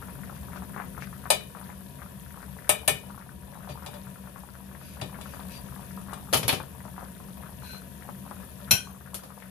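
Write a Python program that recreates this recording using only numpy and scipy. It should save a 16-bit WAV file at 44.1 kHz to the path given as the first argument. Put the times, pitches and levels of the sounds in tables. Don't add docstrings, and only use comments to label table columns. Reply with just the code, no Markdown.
import sys
import numpy as np
from scipy import signal
from scipy.fft import rfft, irfft, next_fast_len
from scipy.io import wavfile
from scipy.ndimage import map_coordinates

SR = 44100
rng = np.random.default_rng(int(sys.argv[2]) if len(sys.argv) > 2 else 0)


def put_to_file(sound):
    columns = np.atleast_2d(sound).T
    safe = np.clip(columns, -1, 1)
    whole_steps = np.round(safe * 32767)
    wavfile.write(sys.argv[1], SR, whole_steps.astype(np.int16))


N = 418929

# t/s, level/dB
BOIL_STRENGTH = [(0.0, -54), (1.5, -55.5), (1.85, -56), (2.91, -55.5), (3.07, -56), (3.33, -59.5),
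                 (3.86, -56), (4.65, -57.5), (5.24, -54.5), (5.4, -53), (6.19, -55), (6.43, -54.5),
                 (6.82, -56), (8.71, -54.5), (8.94, -58.5), (9.5, -57.5)]
# level/dB, growth/(dB per dB of boil)
FIZZ_DRIVE = (-53, 0.86)
BUBBLING_DRIVE = (-54.5, 0.95)
# t/s, level before trim/dB, starting pitch f/Hz
BIG_POPS = [(0.085, -35, 940), (0.299, -35, 920), (0.56, -30, 1060), (0.622, -30.5, 990),
            (0.763, -25, 1070), (0.776, -27, 1290), (0.8, -20, 1210), (0.978, -27.5, 1110),
            (1.023, -24, 1840), (1.256, -25.5, 1150), (1.702, -32.5, 1750), (2.019, -31.5, 1350),
            (2.374, -33, 990), (2.429, -31.5, 1250), (3.098, -37.5, 970), (3.554, -35.5, 970),
            (3.674, -33, 960), (3.824, -34, 999), (4.36, -33.5, 1070), (5.339, -34, 1300),
            (6.109, -32, 1040), (6.13, -25.5, 950), (6.602, -25.5, 960), (6.853, -31.5, 920),
            (6.98, -27.5, 940), (7.028, -33.5, 675), (8.09, -29, 920), (8.312, -27.5, 920),
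            (9.424, -32, 1965)]
# f/Hz, relative level/dB per Hz
BROTH_SPECTRUM = [(180, -49), (300, -3), (380, -12.5), (480, 6), (730, 5.5), (820, -22), (950, 9.5),
                  (1300, -11.5), (1750, 1.5), (2150, -12.5), (2500, -5), (4500, -29), (6000, -50)]
# f/Hz, relative level/dB per Hz
FOAM_SPECTRUM = [(2060, -13.5), (3500, -7), (3960, -10.5), (7530, -13), (8470, -10.5), (10300, -0.5),
                 (12100, -3.5), (13900, -4), (14900, -13), (15500, -57)]
# t/s, level before trim/dB
RUMBLE_LEVEL = [(0.0, -46.5), (0.47, -45), (1.77, -49.5), (4.21, -50.5), (4.6, -51.5), (5.5, -46.5),
                (6.54, -47.5), (6.64, -49), (8.65, -49), (9.5, -55.5)]
# f/Hz, relative level/dB per Hz
FAN_SPECTRUM = [(13, -69), (22, -52), (32, -22), (40, -29), (55, -10), (76, -4.5), (103, -16.5),
                (136, -3.5), (162, -14), (184, -3), (203, -4), (216, -24.5), (242, -13), (300, -23.5),
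                (450, -24), (580, -38), (990, -120)]
# f/Hz, left minus right level/dB
STEADY_LEAN = [(60, 5), (240, 5), (480, 10.5), (1000, 10), (2000, 13), (3500, 19.5), (5000, 7), (7500, 18),
               (10500, 3.5), (14000, 4)]
# f/Hz, likeness/0-1
LIKENESS = [(60, 0.95), (130, 0.79), (300, 0.48), (900, 0.73), (1900, 0), (15000, 0)]
# f/Hz, t60/s
KITCHEN_DECAY = [(150, 0.5), (1000, 0.18), (4000, 0.27), (14000, 0.17)]
# t/s, length/s, pan ring level/dB, tongs ring level/dB, dry rasp level/dB
RUBS = [(.34, 0.039, -73, -80, -67), (0.55, 0.049, -78, -89, -62), (1.002, 0.054, -67, -80, -56.5),
        (3.69, 0.043, -62, -80, -58), (4.776, 0.23, -65, -65, -62), (5.23, 0.15, -67, -80, -61),
        (5.489, 0.11, -57.5, -67, -57.5), (7.601, 0.19, -67, -51.5, -60)]
# f/Hz, relative level/dB per Hz
RASP_SPECTRUM = [(1200, -26), (2500, 5), (3800, -7), (4800, -7), (6200, -5), (9000, -22), (15000, -25)]
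# f/Hz, relative level/dB, t60/s
PAN_MODES = [(434, -16, 0.46), (597.4, 2, 0.16), (758, -7.5, 0.15), (1264, -11.5, 0.24), (1790, -6, 0.19),
             (2260, -11, 0.25), (2433, -4.5, 0.25), (2830, -5, 0.082), (2994, -10.5, 0.3),
             (3445, -6.5, 0.16), (3940, -3.5, 0.067), (3750, -12, 0.29), (4660, -14, .14), (4835, -16, .13),
             (5850, -11.5, 0.14), (7120, -4, 0.036), (8130, -11, 0.11), (8300, -31, 0.08), (8050, -41, .14),
             (8880, 1, 0.091), (9730, 4, 0.031), (9250, -19, 0.032), (11100, -7.5, 0.057),
             (11100, 9, 0.033), (12100, -43, 0.045)]
# f/Hz, relative level/dB, t60/s
TONGS_MODES = [(1515, -11, 0.35), (2450, -9, 0.24), (2620, -7, 0.19), (2940, -12, 0.24), (3190, -9, 0.29),
               (4110, 4, 0.13), (4220, -20, 0.21), (5670, 2, 0.17), (5850, 2, 0.087), (6340, -31, 0.72),
               (7150, -13, 0.25), (7240, -6, 0.087), (8560, -17, 0.18), (9000, -15.5, 0.28),
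               (9752, -7.5, 0.23), (10970, 3.5, 0.12), (11900, 1, .12), (12200, -8, 0.15)]
# f/Hz, gain/dB
PAN_RUB_FEED = [(600, -12), (2400, -10), (4800, 11), (7000, -6), (12000, 5)]
TONGS_RUB_FEED = [(1500, 9.5), (2600, -3), (3200, -22), (4150, 6.5), (5800, -9), (6300, 9), (7200, -8),
                  (12000, 2)]
# t/s, level/dB, relative thud level/dB,
# colour at 2.4 kHz, 4.3 kHz and 10 kHz against 1 kHz/dB, left minus right before microphone colour/dB
PAN_TAPS = [(1.303, -8.5, -13.5, -2, 7.5, 1, 5), (2.6925, -9.5, -6.5, 2, -0.5, 5.5, 6.5),
            (2.8775, -11.5, 1.5, 5.5, 2.5, 6.5, 5.5), (3.69, -27.5, 12, -7, -3, -21, 5),
            (3.862, -26, 0, -6, 1, -8, 5), (3.94, -30.5, -8, -11, 0.5, -15, 4.5),
            (5.014, -23, 13, -2, 5, -10, 4.5), (5.212, -37.5, -8, 4, 8.5, 0, 5),
            (6.1325, -36, 3, 0, 5, 3, 7)]
# f/Hz, relative level/dB per Hz
RIM_SPECTRUM = [(120, -47), (200, -3), (435, -16), (600, 0.5), (900, 2.5), (1450, -10), (2060, -12),
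                (2600, -7), (3800, -11), (4400, -17), (4800, -9.5), (5500, -20.5), (8800, -8.5),
                (15000, -13)]
# f/Hz, relative level/dB per Hz
THUD_SPECTRUM = [(50, -33), (100, 8), (140, 12), (220, -9.5), (500, -4.5), (2000, -91)]
# f/Hz, left minus right level/dB
MICROPHONE_COLOUR = [(150, 1), (400, 3), (1200, 1), (2500, 3), (5000, 0), (8000, 7), (10500, -2),
                     (14000, -2.5)]
# (t/s, level/dB, thud/dB, colour at 2.4, 4.3 and 10 kHz/dB, left minus right/dB)
COUNTER_HITS = [(6.328, -10, -8, -8, -4, -3, 5.5), (6.334, -7, -7, -0.5, -1.5, 0.5, 6.5),
                (6.342, -16.5, -1, 10, 5.5, 6, 3), (6.37, -25, 15, 0, 4, 15, 2),
                (6.43, -20.5, 11.5, 4, 0.5, -4, 6), (6.48, -15, -15, 4, 4.5, 10.5, 0.5),
                (6.491, -12.5, -1, 8.5, 5, -13, 3), (6.527, -14.5, 7.5, 0, -4, -2.5, 6.5),
                (9.1435, -28.5, 6, 1.5, 3.5, 13, 5), (9.235, -30, 5.5, -8, -6, -4, 1)]
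# f/Hz, relative level/dB per Hz
COUNTER_SPECTRUM = [(120, -53), (200, -2), (370, -7.5), (521, -1.5), (864, -5), (1240, -4), (1460, -11),
                    (3350, -11), (5070, -11.5), (7830, -20), (10500, -12.5), (13700, -14), (15000, -36)]
# f/Hz, relative level/dB, t60/s
UTENSIL_MODES = [(795, -2, 0.15), (1077, -16, 0.41), (2434, -11.5, 0.25), (3030, -3.5, 0.14),
                 (3350, 1, 0.077), (3640, -3, 0.1), (4320, -1, 0.1), (6980, -16, .18), (7290, -29, .16),
                 (10120, 3, 0.061), (10900, -1, 0.092)]
# (t/s, level/dB, thud/dB, colour at 2.4, 4.3 and 10 kHz/dB, left minus right/dB)
TONGS_DROPS = [(8.709, -6, -3.5, 1.5, -0.5, 2.5, 3.5)]
# f/Hz, relative level/dB per Hz
DROP_SPECTRUM = [(120, -24), (200, 5), (330, -26), (600, 0), (1040, -7), (1600, -12), (2550, -3),
                 (3410, -12), (4100, -1), (4810, -9), (5860, 0), (8100, -29), (12000, -10), (14000, -27),
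                 (15000, -45)]

POP_CYCLES = 0.38
SMALL_LOW_HZ, SMALL_PITCH_RATIO = 756, 2.27
SMALL_DB, SMALL_RANGE_DB = 4.5, 16.5
CLUSTER_S, CLUSTER_DB, CLUSTER_OCTAVES = 0.035, -9, 0.69
TOP_HZ = 14750


def amp(db):
    return 10 ** (np.asarray(db) / 20)


def unit(x):
    return x / np.sqrt(np.mean(x ** 2) + 1e-20)


def along(points, hz):
    f, value = np.transpose(points)
    return np.interp(np.log(hz + 1), np.log(f + 1), value)


def curves(rows):
    s, *columns = np.transpose(rows)
    t = np.arange(N) / SR
    return [np.interp(t, s, column) for column in columns]


def wobble(rate):
    knots = rng.standard_normal(int(N * rate / SR) + 4)
    return map_coordinates(knots, [np.arange(N) * rate / SR])


def filtered(x, response):
    n = x.shape[-1]
    m = next_fast_len(n + SR // 8)
    hz = np.fft.rfftfreq(m, 1 / SR)
    return irfft(rfft(x, m) * response(hz), m)[..., :n]


def coloured(x, spectrum):
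    return unit(filtered(x, lambda hz: amp(along(spectrum, hz))))


def sides(lean_db):
    return amp(np.array([[0.5], [-0.5]]) * lean_db)


def add(track, s, sound):
    start = max(round(s * SR), 0)
    part = track[..., start:][..., :sound.shape[-1]]
    part += sound[..., :part.shape[-1]]


def rush(spectrum):
    def mid_side_gains(hz):
        turn = np.arccos(np.clip(along(LIKENESS, hz), -1, 1)) / 2
        return np.array([np.cos(turn), np.sin(turn)])

    mid, side = filtered(rng.standard_normal((2, N)), mid_side_gains)
    return coloured(np.array([mid + side, mid - side]), spectrum)


def kitchen(x):
    hz, t, grains = signal.stft(rng.standard_normal((2, SR // 3)), SR, nperseg=256)
    decay = amp(-60 * t / along(KITCHEN_DECAY, hz)[:, None])
    tail = signal.istft(grains * decay, SR, nperseg=256)[1]
    tail = np.pad(tail / np.linalg.norm(tail[0]), ((0, 0), (SR // 200, 0)))
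    return signal.fftconvolve(x, tail, axes=1)[:, :x.shape[-1]]


def driven(level_db, growth):
    boil_db, = curves(BOIL_STRENGTH)
    return level_db + growth * (boil_db - boil_db.mean())


def bubble(hz, cycles, rise, echo_db, echo_t60):
    t = np.arange(SR // 25) / SR
    age = t * hz / cycles
    swing = 2 * np.pi * hz * t * (1 + rise * (1 - np.exp(-age / 2)))
    pop = age * np.exp(1 - age) * np.sin(swing + rng.uniform(0, 2 * np.pi))
    echoes = rng.standard_normal((2, len(t))) * amp(-60 * t / echo_t60) * (t > 0.002)
    echoes /= np.linalg.norm(echoes[0])
    return pop + amp(echo_db) * signal.fftconvolve(pop[None], echoes, axes=1)[:, :len(t)]


def big_bubbles(count=3):
    out = np.zeros((2, N))
    for s, db, hz in BIG_POPS:
        burst = bubble(hz, cycles=POP_CYCLES, rise=0.014, echo_db=-0.5, echo_t60=0.07)
        add(out, s, amp(db + 0.7) * burst)
        for when, pitch in rng.random((count, 2)):
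            neighbour_hz = hz * 2 ** (CLUSTER_OCTAVES * pitch)
            neighbour = bubble(neighbour_hz, cycles=POP_CYCLES, rise=0.05, echo_db=-3.5, echo_t60=0.055)
            add(out, s + CLUSTER_S * (2 * when - 1), amp(db + CLUSTER_DB) * neighbour)
    return out


def small_bubbles(bubbling_db, count=600):
    out = np.zeros((2, N))
    for when, size, pitch, life in rng.random((count, 4)):
        db = bubbling_db[int(when * N)] + SMALL_DB + SMALL_RANGE_DB * size ** 2.2
        hz = SMALL_LOW_HZ * SMALL_PITCH_RATIO ** pitch
        cycles = 0.41 + 0.34 * life ** 2
        burst = bubble(hz, cycles=cycles, rise=0.064, echo_db=-2.0, echo_t60=0.052)
        add(out, when * N / SR, amp(db) * burst)
    return out


def foam(life, spread_db, cap_db, clump_db, count=14000):
    when, pitch, size, place, phase = rng.random((5, count, 1))
    start, k = (when * N).astype(int), np.arange(128)
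    age = k / SR / life
    db = np.minimum(-spread_db * np.log(1 - size), cap_db) + clump_db * wobble(22)[start]
    hz = 3000 + 12000 * pitch ** 0.7
    swing = 2 * np.pi * hz * k / SR
    ticks = amp(db) * age * np.exp(-age)
    left = ticks * np.sqrt(place) * np.sin(swing)
    right = ticks * np.sqrt(1 - place) * np.sin(swing + 2 * np.pi * phase)
    spots = (start + k).ravel()
    return np.array([np.bincount(spots, side.ravel(), N)[:N] for side in (left, right)])


def simmer():
    bubbling_db, fizz_db = driven(*BUBBLING_DRIVE), driven(*FIZZ_DRIVE)
    surge_db = bubbling_db + 0.9 * wobble(12)
    pops = big_bubbles() + small_bubbles(surge_db)
    pops = filtered(pops, lambda hz: 1 / np.sqrt(1 + (hz / 2200) ** 8))
    clicks = (rng.random(N) < 450 / SR) * rng.standard_normal(N)
    crackle = coloured(clicks + amp(2.0) * kitchen(clicks[None]), BROTH_SPECTRUM)
    murmur = amp(surge_db - 2.5) * crackle + amp(surge_db - 6) * rush(BROTH_SPECTRUM)
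    cells = coloured(foam(life=0.00024, spread_db=4, cap_db=16, clump_db=0.8), FOAM_SPECTRUM)
    fizz = amp(fizz_db - 3.0) * cells + amp(fizz_db - 1.5) * rush(FOAM_SPECTRUM)
    return murmur + fizz + pops + amp(-9.0) * kitchen(pops)


def fan(blade_hz=190.9, blade_db=-51, air_db=4, drone_hz=70, drone_db=-57):
    def tone(hz, db):
        phase = 2 * np.pi * np.cumsum(hz + 2.3 * wobble(14)) / SR
        return amp(db + 2.5 * wobble(12)) * np.sin(phase)

    rumble_db, = curves(RUMBLE_LEVEL)
    air = amp(rumble_db + air_db) * rush(FAN_SPECTRUM)
    return air + tone(blade_hz, blade_db) + tone(drone_hz, drone_db)


def ring(modes, t, scatter_db, blur_hz):
    out = np.zeros((2, len(t)))
    for hz, db, t60 in modes:
        steps = rng.standard_normal((2, len(t)))
        wander = np.cumsum(steps, axis=1) * np.sqrt(2 * np.pi * blur_hz / SR)
        phase = rng.uniform(0, 2 * np.pi) + np.array([[0], [rng.normal(0, 0.66)]]) + wander
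        strength_db = db + scatter_db * rng.standard_normal((2, 1))
        out += amp(strength_db - 60 * t / t60) * np.sin(2 * np.pi * hz * t + phase)
    return out * (1 - np.exp(-t / 0.0017))


def slides():
    out, t = np.zeros((2, N)), np.arange(int(SR / 12)) / SR
    for s, length, pan_db, tongs_db, rasp_db in RUBS:
        stroke = signal.windows.tukey(int(length * SR), 0.5)
        catches = stroke * rng.standard_normal((2, len(stroke)))
        catches = np.pad(catches, ((0, 0), (0, len(t))))
        add(out, s, amp(rasp_db) * coloured(catches, RASP_SPECTRUM))
        metals = (PAN_MODES, pan_db, PAN_RUB_FEED), (TONGS_MODES, tongs_db, TONGS_RUB_FEED)
        for modes, db, feed in metals:
            fed = [(hz, level * 0.45 + along(feed, hz), t60) for hz, level, t60 in modes]
            rubbed = ring(fed, t, scatter_db=5, blur_hz=27)
            add(out, s, amp(db) * unit(signal.fftconvolve(catches, rubbed, axes=1)))
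    return out


def blows(rows, body, modes, t60, body_db, crack_db, knock_db, room_db, modes_db=0, blur_hz=0):
    out, t = np.zeros((2, N)), np.arange(int(SR / 3)) / SR
    for s, db, thud_db, mid_db, high_db, treble_db, lean_db in rows:
        dense = amp(body_db - 60 * t / t60) * coloured(rng.standard_normal((2, len(t))), body)
        crack = amp(crack_db - 60 * t / 0.0034) * rng.standard_normal((2, len(t)))
        thud_swell = amp(knock_db + thud_db - 60 * t / 0.22) * (1 - np.exp(-t / 0.015))
        thud = thud_swell * coloured(rng.standard_normal(len(t)), THUD_SPECTRUM)
        hit = dense + crack + amp(modes_db) * ring(modes, t, scatter_db=1.2, blur_hz=blur_hz)
        spot = [(1000, 0), (2400, mid_db), (4300, high_db), (10000, treble_db)]  # f/Hz, gain/dB
        hit = filtered(hit, lambda hz: amp(along(spot, hz)))
        add(out, s, amp(db) * sides(lean_db) * (hit + thud + amp(room_db) * kitchen(hit)))
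    return out


def taps():
    return blows(PAN_TAPS, RIM_SPECTRUM, PAN_MODES, t60=0.14, body_db=-9.5, crack_db=-7,
                 knock_db=-17.0, room_db=-11.5, modes_db=-14.5, blur_hz=20.4)


def ping(s=3.535, hz=3870, db=-59):
    out, t = np.zeros(N), np.arange(SR // 2) / SR
    swell = amp(-60 * t / 0.35) * (1 - np.exp(-t / 0.015))
    add(out, s, amp(db) * swell * np.sin(2 * np.pi * hz * t))
    return out


def clatter():
    return blows(COUNTER_HITS, COUNTER_SPECTRUM, UTENSIL_MODES, t60=0.14, body_db=-11, crack_db=-14,
                 knock_db=-18.0, room_db=-8.5, modes_db=-19.5, blur_hz=21.8)


def clink():
    return blows(TONGS_DROPS, DROP_SPECTRUM, TONGS_MODES, t60=0.17, body_db=-13.5, crack_db=-15,
                 knock_db=-17.5, room_db=-11, modes_db=-12, blur_hz=16)


def scene():
    def steady_gains(hz):
        gains = sides(along(STEADY_LEAN, hz))
        return gains / gains.mean(0)

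    steady = filtered(simmer() + fan(), steady_gains)
    steel = (slides() + ping()) * sides(4.3) + taps() + clatter() + clink()
    return steady + filtered(steel, lambda hz: sides(along(MICROPHONE_COLOUR, hz)))


def record(dry):
    rounded = dry / (1 + np.abs(dry / 0.85) ** 6) ** (1 / 6)
    return filtered(rounded, lambda hz: 1 / np.sqrt(1 + (hz / TOP_HZ) ** 160))


dry = scene()
out = record(dry)
put_to_file(out)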